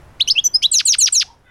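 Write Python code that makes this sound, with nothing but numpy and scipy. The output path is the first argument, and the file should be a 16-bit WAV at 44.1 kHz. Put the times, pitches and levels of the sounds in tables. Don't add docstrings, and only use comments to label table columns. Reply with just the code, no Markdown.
import sys
import numpy as np
from scipy import signal
from scipy.fft import rfft, irfft
from scipy.io import wavfile
from scipy.ndimage import uniform_filter1d

SR = 44100
rng = np.random.default_rng(int(sys.argv[2]) if len(sys.argv) > 2 else 0)


def master_out(mix):
    frames = np.transpose(np.atleast_2d(mix))
    ceiling = np.clip(frames, -1, 1)
    pcm = np.round(ceiling * 32767).astype(np.int16)
    wavfile.write(sys.argv[1], SR, pcm)


N = 66150
TIME_S = np.arange(N) / SR

# (pitch_hz, relative_level_db per Hz)
RUMBLE_SPECTRUM = [(25, 0), (70, 0), (160, -10.5), (1100, -16.5), (2000, -23), (4000, -33.5), (8000, -38),
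                   (16000, -46.5)]
# (time_s, level_db)
BACKGROUND_LEVEL = [(0, -44.5), (.7, -50), (1.3, -52.5), (1.5, -54.5)]
# (pitch_hz, level_db re the rumble)
HUM_TONES = [(73, -8), (123, -9)]
# (time_s, pitch_hz, level_db, second_harmonic_db re the tone)
CHIRP_CURVES = [
    [(.196, 1955, -44.5, -11), (.201, 2198, -28.5, -3.5), (.208, 3107, -6.5, -26.5),
     (.213, 3680, -6, -16.5), (.221, 4016, -9, -35), (.230, 4250, -21, -30)],
    [(.276, 2670, -13.5, -6), (.278, 2843, -17.5, -6), (.289, 3088, -12, -5.5), (.297, 3260, -25.5, -1.5)],
    [(.297, 3060, -21.5, -10), (.300, 3490, -12, -17), (.304, 4440, -7, -27), (.311, 5010, -6, -35),
     (.317, 5273, -8.5, -34.5), (.322, 5210, -11, -35), (.328, 5265, -20.5, -29)],
    [(.351, 2310, -42, -20), (.356, 2697, -27, -25.5), (.365, 2630, -15.5, -24), (.376, 2810, -14.5, -26),
     (.381, 2950, -5, -34.5), (.391, 3315, -7, -30), (.398, 3328, -10, -27.5), (.406, 3770, -31.5, -25.5)],
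    [(.440, 6180, -19, -16), (.450, 6044, -14, -10), (.458, 6036, -7.5, -20.5), (.469, 6030, -6, -31),
     (.481, 5836, -22, -24)],
    [(.535, 4764, -40, -15.5), (.542, 4823, -19, -8.5), (.548, 4942, -8, -17), (.555, 5107, -4.5, -32),
     (.564, 5133, -7, -31), (.574, 5310, -24.5, -24)],
    [(.620, 2195, -32, -6), (.631, 2570, -28.5, 8), (.638, 2900, -16, -8.5), (.646, 3262, -8, -21.5),
     (.657, 3855, -6, -19), (.663, 3980, -6, -30.5), (.6675, 4068, -20, -28.5)],
]
SECOND_SIDE_CURVES = [
    [(.215, 4244, -35, -30.5), (.223, 4262, -18, -35.5), (.230, 4390, -21, -29)],
    [(.306, 4050, -20.5, -23.5), (.316, 4340, -13.5, -17.5), (.327, 4720, -25, -21)],
    [(.441, 6860, -32.5, -21.5), (.458, 7240, -22, -23), (.478, 7470, -29.5, -20)],
    [(.623, 2836, -34.5, -9.5), (.628, 3070, -18.5, -8.5), (.636, 3280, -14.5, -14),
     (.644, 3563, -11.5, -22), (.648, 3537, -34, -19)],
]
# (time_s, noise_level_db before band and throat filters)
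HOARSE_MOMENTS = [(0.282, -31), (.634, -21.5)]
# (pitch_hz, gain_db)
THROAT_COLOUR = [(2100, -13.5), (3100, 2.5), (6200, 3.5), (7200, -15), (9000, -6), (11200, -2),
                 (12100, -3.5), (12800, -19.5), (14200, -13.5), (16000, -20)]
# (pitch_hz, peak_gain_db)
CAGE_RESONANCES = [(3295, -20.5), (5150, -23), (5560, -23), (6038, -29)]
# (delay_s, level_db)
ROOM_REFLECTIONS = [(.013, -28), (0.045, -38)]
# (pitch_hz, gain_db)
ROOM_TONE = [(1000, 0), (3000, -2.5), (5500, -1), (7500, -3), (10000, 0.5), (16000, -4.5)]
# (start_s, drop_start_s,
# upper_pitch, upper_level_db, lower_length, lower_pitch, lower_level_db, drop_length, drop_level_db)
FALLING_NOTES = [(0.7141, 0.7829, 0.98, -1.5, 0.94, 0.99, 0.5, 0.91, 1.5),
                 (.852, 0.9202, 0.98, -0.5, 0.96, 1.0, 0, 0.95, 1),
                 (0.9832, 1.0572, 0.99, 0.5, 1.04, 1.005, -2, .92, 0.5),
                 (1.1229, 1.1963, 0.97, -1, 1.05, 0.99, -3.5, 0.97, 0.5)]
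# (from_start_s, pitch_hz, level_db, second_harmonic_db re the tone)
UPPER_GLIDE = [(0, 8960, -21, -30.5), (.004, 8580, -9, -37), (.009, 8020, -7.5, -31),
               (.015, 7770, -12, -14.5), (0.025, 7275, -13.5, -10.5), (0.045, 6458, -7, -28),
               (.053, 6080, -9, -31), (.062, 5647, -6, -20), (.068, 5703, -10, -23),
               (0.072, 5944, -25, -17)]
LOWER_GLIDE = [(.005, 4840, -38.5, 3.5), (.017, 4487, -26, 6.5), (0.032, 4136, -11, -1.5),
               (0.041, 3970, -15.5, -18), (.048, 3850, -25.5, -15), (0.053, 3680, -30.5, -11.5)]
UPPER_DROP = [(-.001, 6706, -17.5, -17.5), (.001, 6165, -10.5, -24.5), (.0035, 5287, -7, -27),
              (.0055, 4835, -9, -27), (.009, 5100, -13.5, -14), (.014, 4834, -16.5, -26.5),
              (.020, 3800, -16, -30), (.027, 2750, -21, -5), (.035, 2108, -31, 4)]
LOWER_DROP = [(.008, 4518, -34, -29), (.013, 3568, -15.5, -27), (0.02, 2680, -20.5, 1),
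              (0.026, 1987, -26, 6), (.031, 1620, -27, -1), (0.037, 1253, -31, -17)]
# (pitch_hz, gain_db)
DROP_THROAT_COLOUR = [(1100, -19), (2700, 8), (6100, -1), (7100, -22), (8800, -23.5), (10000, -10),
                      (16000, -30)]
# (time_s, pitch_hz, level_db)
WHISTLE_CURVE = [(1.24, 755, -50), (1.305, 915, -45), (1.371, 928, -60.5)]
CALL_PARTIALS_DB = [-54, -56.5, -62, -67.5, -61]
CHIRP_MIX = dict(sum_db=-15.5, difference_db=-41, sideband_db=-28, rolloff_db=-8, rasp_db=-30)
GLIDE_MIX = dict(sum_db=-1, difference_db=-8, sideband_db=-10, rolloff_db=-20.5, rasp_db=-18.5)
DROP_MIX = dict(sum_db=10.5, difference_db=-8, sideband_db=-8, rolloff_db=-4.5, rasp_db=-6.5)

WHINE_HZ, WHINE_WIDTH_HZ = 10400, 60
WHINE_PEAK_DB = -25.5
EDGE_S = .001
JITTER, JITTER_RATE_HZ, SHIMMER_DB = 0.0045, 290, .5
AIR_DB, AIR_WIDTH_HZ = -43.5, 410
FUZZ_DB, FUZZ_WIDTH_HZ = -7, 500
RASP_BAND_HZ, HOARSE_BAND_HZ = (5900, 10000), (3900, 6800)
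LONE_RASP_DB = -10
COUPLING_POWER = 0.79
CATCHES_S, CATCH_WIDTH_S, CATCH_DEPTH = [.3775, .384], 0.0014, 0.62
HOARSE_WIDTH_S = 0.0075
CAGE_T60_S = .42
ROOM_TAIL_DB, ROOM_T60_S = -21.5, 0.28
GLIDE_RELEASE_S = 0.0069
CALL_START_S, CALL_ATTACK_S, CALL_HZ = 1.439, 0.031, 505
FAR_BLUR_HZ = 59.98
CUTOFF_HZ = 16000


def from_db(db):
    return 10 ** (np.asarray(db) / 20)


def rms_one(x):
    return x / np.sqrt(np.mean(x ** 2) + 1e-20)


def coloured(x, points):
    curve_hz, curve_db = np.transpose(points)
    bin_hz = np.maximum(np.arange(N + 1) * SR / (2 * N), 1)
    gain = from_db(np.interp(np.log(bin_hz), np.log(curve_hz), curve_db))
    return irfft(rfft(x, 2 * N) * gain)[:N]


def drift(rate_hz):
    pole = np.exp(-2 * np.pi * rate_hz / SR)
    smooth = signal.lfilter([1], [1, -2 * pole, pole * pole], rng.standard_normal(2 * N))
    return rms_one(smooth[N:])


def hiss(band_hz):
    band = signal.butter(1, band_hz, "band", fs=SR, output="sos")
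    return signal.sosfilt(band, rng.standard_normal(N))


def background():
    rumble = rms_one(coloured(rng.standard_normal(N), RUMBLE_SPECTRUM))
    hum = np.zeros(N)
    for hz, db in HUM_TONES:
        hum += from_db(db) * np.sqrt(2) * np.sin(2 * np.pi * hz * TIME_S + 1.7 * drift(6.1))
    whine = from_db(WHINE_PEAK_DB) * drift(WHINE_WIDTH_HZ) * np.sin(2 * np.pi * WHINE_HZ * TIME_S)
    level_db = np.interp(TIME_S, *np.transpose(BACKGROUND_LEVEL))
    return (rumble + hum + whine) * from_db(level_db)


def syrinx_side(curves, rolloff_db):
    hz, gain, bright = np.zeros((3, N))
    for curve in curves:
        time_s, pitch_hz, level_db, second_db = np.transpose(curve)
        inside_s = np.minimum(TIME_S - time_s[0], time_s[-1] - TIME_S)
        gate = np.clip(inside_s / EDGE_S / 2 + .5, 0, 1)
        hz = np.where(gate > 0, np.interp(TIME_S, time_s, pitch_hz), hz)
        gain += np.sin(gate * np.pi / 2) ** 2 * from_db(np.interp(TIME_S, time_s, level_db))
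        bright = np.where(gate > 0, from_db(np.interp(TIME_S, time_s, second_db)), bright)
    hz = uniform_filter1d(hz, size=40) * (1 + JITTER * drift(JITTER_RATE_HZ))
    gain = gain * from_db(SHIMMER_DB * drift(JITTER_RATE_HZ))
    phase = 2 * np.pi * np.cumsum(hz) / SR
    overtones = np.zeros(N)
    for k in range(2, 6):
        partial = np.cos(k * phase + np.pi * k * k / 2) * (k * hz < SR / 2)
        overtones += from_db(rolloff_db * (k - 2)) * partial
    air = from_db(AIR_DB) * (drift(AIR_WIDTH_HZ) + 1j * drift(AIR_WIDTH_HZ))
    return gain * np.exp(1j * phase) * (1 + air), gain * bright * overtones


def syrinx(leading, other, throat, sum_db, difference_db, sideband_db, rolloff_db, rasp_db):
    a, overtones_a = syrinx_side(leading, rolloff_db)
    b, overtones_b = syrinx_side(other, rolloff_db)
    overtones = overtones_a + overtones_b
    p, q = np.angle(a), np.angle(b)
    mixed = from_db(sum_db) * np.cos(p + q)
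    mixed += from_db(difference_db) * np.cos(p - q)
    mixed += from_db(sideband_db) * (np.sin(2 * p - q) - np.sin(p + 2 * q))
    mixed *= np.abs(a) * np.abs(b) ** COUPLING_POWER
    lone = np.abs(from_db(LONE_RASP_DB) * a)
    roughness = np.sqrt(np.abs(a * b) + overtones ** 2 + lone ** 2)
    rasp = from_db(rasp_db) * roughness * hiss(RASP_BAND_HZ)
    fuzz = 1 + from_db(FUZZ_DB) * drift(FUZZ_WIDTH_HZ)
    return (a + b).real + coloured((overtones + mixed) * fuzz + rasp, throat)


def bumps(centre_s, width_s):
    return np.exp(-((TIME_S - centre_s) / width_s) ** 2)


def chirps():
    voice = syrinx(CHIRP_CURVES, SECOND_SIDE_CURVES, THROAT_COLOUR, **CHIRP_MIX)
    catches = sum(bumps(s, CATCH_WIDTH_S) for s in CATCHES_S)
    hoarse = sum(from_db(db) * bumps(s, HOARSE_WIDTH_S) for s, db in HOARSE_MOMENTS)
    hoarse_noise = coloured(hoarse * hiss(HOARSE_BAND_HZ), THROAT_COLOUR)
    return voice * (1 - CATCH_DEPTH * catches) + hoarse_noise


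def cage(x):
    pole = from_db(-60 / (CAGE_T60_S * SR))
    ringing = np.zeros(N)
    for hz, db in CAGE_RESONANCES:
        poles = [1, -2 * pole * np.cos(2 * np.pi * hz / SR), pole * pole]
        mode = signal.lfilter([1, 0, -1], poles, x + 1e-18)
        ringing += from_db(db) * (1 - pole) * mode
    return ringing


def room(x):
    response = rng.standard_normal(N) * from_db(-60 * TIME_S / ROOM_T60_S)
    response *= from_db(ROOM_TAIL_DB) / np.sqrt(np.sum(response ** 2))
    for delay_s, db in ROOM_REFLECTIONS:
        response[int(delay_s * SR)] += from_db(db)
    return coloured(signal.fftconvolve(x, response)[:N], ROOM_TONE)


def placed(shape, start_s, length=1, pitch=1, level_db=0):
    return [(start_s + s * length, hz * pitch, db + level_db, second) for s, hz, db, second in shape]


def glides():
    upper, lower, held = [], [], np.zeros(N)
    for start, drop, up_pitch, up_db, low_length, low_pitch, low_db, _, _ in FALLING_NOTES:
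        upper.append(placed(UPPER_GLIDE, start, 1, up_pitch, up_db))
        lower.append(placed(LOWER_GLIDE, start, low_length, low_pitch, low_db))
        held += (TIME_S > start - EDGE_S) * np.clip((drop - TIME_S) / GLIDE_RELEASE_S, 0, 1)
    return held * syrinx(upper, lower, THROAT_COLOUR, **GLIDE_MIX)


def drops():
    upper, lower = [], []
    for _, start, *_, length, level_db in FALLING_NOTES:
        upper.append(placed(UPPER_DROP, start, length, 1, level_db))
        lower.append(placed(LOWER_DROP, start, length, 1, level_db))
    return syrinx(upper, lower, DROP_THROAT_COLOUR, **DROP_MIX)


def far_partial(hz):
    phase = 2 * np.pi * np.cumsum(hz * np.ones(N)) / SR
    wavering = drift(FAR_BLUR_HZ) * np.cos(phase) + drift(FAR_BLUR_HZ) * np.sin(phase)
    return wavering / np.sqrt(2)


def far_calls():
    time_s, pitch_hz, level_db = np.transpose(WHISTLE_CURVE)
    whistle_gain = np.interp(TIME_S, time_s, from_db(level_db), left=0, right=0)
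    whistle = far_partial(np.interp(TIME_S, time_s, pitch_hz)) * whistle_gain
    call = sum(from_db(db) * far_partial(k * CALL_HZ) for k, db in enumerate(CALL_PARTIALS_DB, 3))
    return whistle + call * np.clip((TIME_S - CALL_START_S) / CALL_ATTACK_S, 0, 1)


def scene():
    bird = chirps() + glides() + drops()
    return (bird + cage(bird) + room(bird) + far_calls() + background())[None]


def record(dry):
    low_pass = signal.ellip(10, .1, 80, CUTOFF_HZ, fs=SR, output="sos")
    return signal.sosfilt(low_pass, dry)


dry = scene()
out = record(dry)
master_out(out)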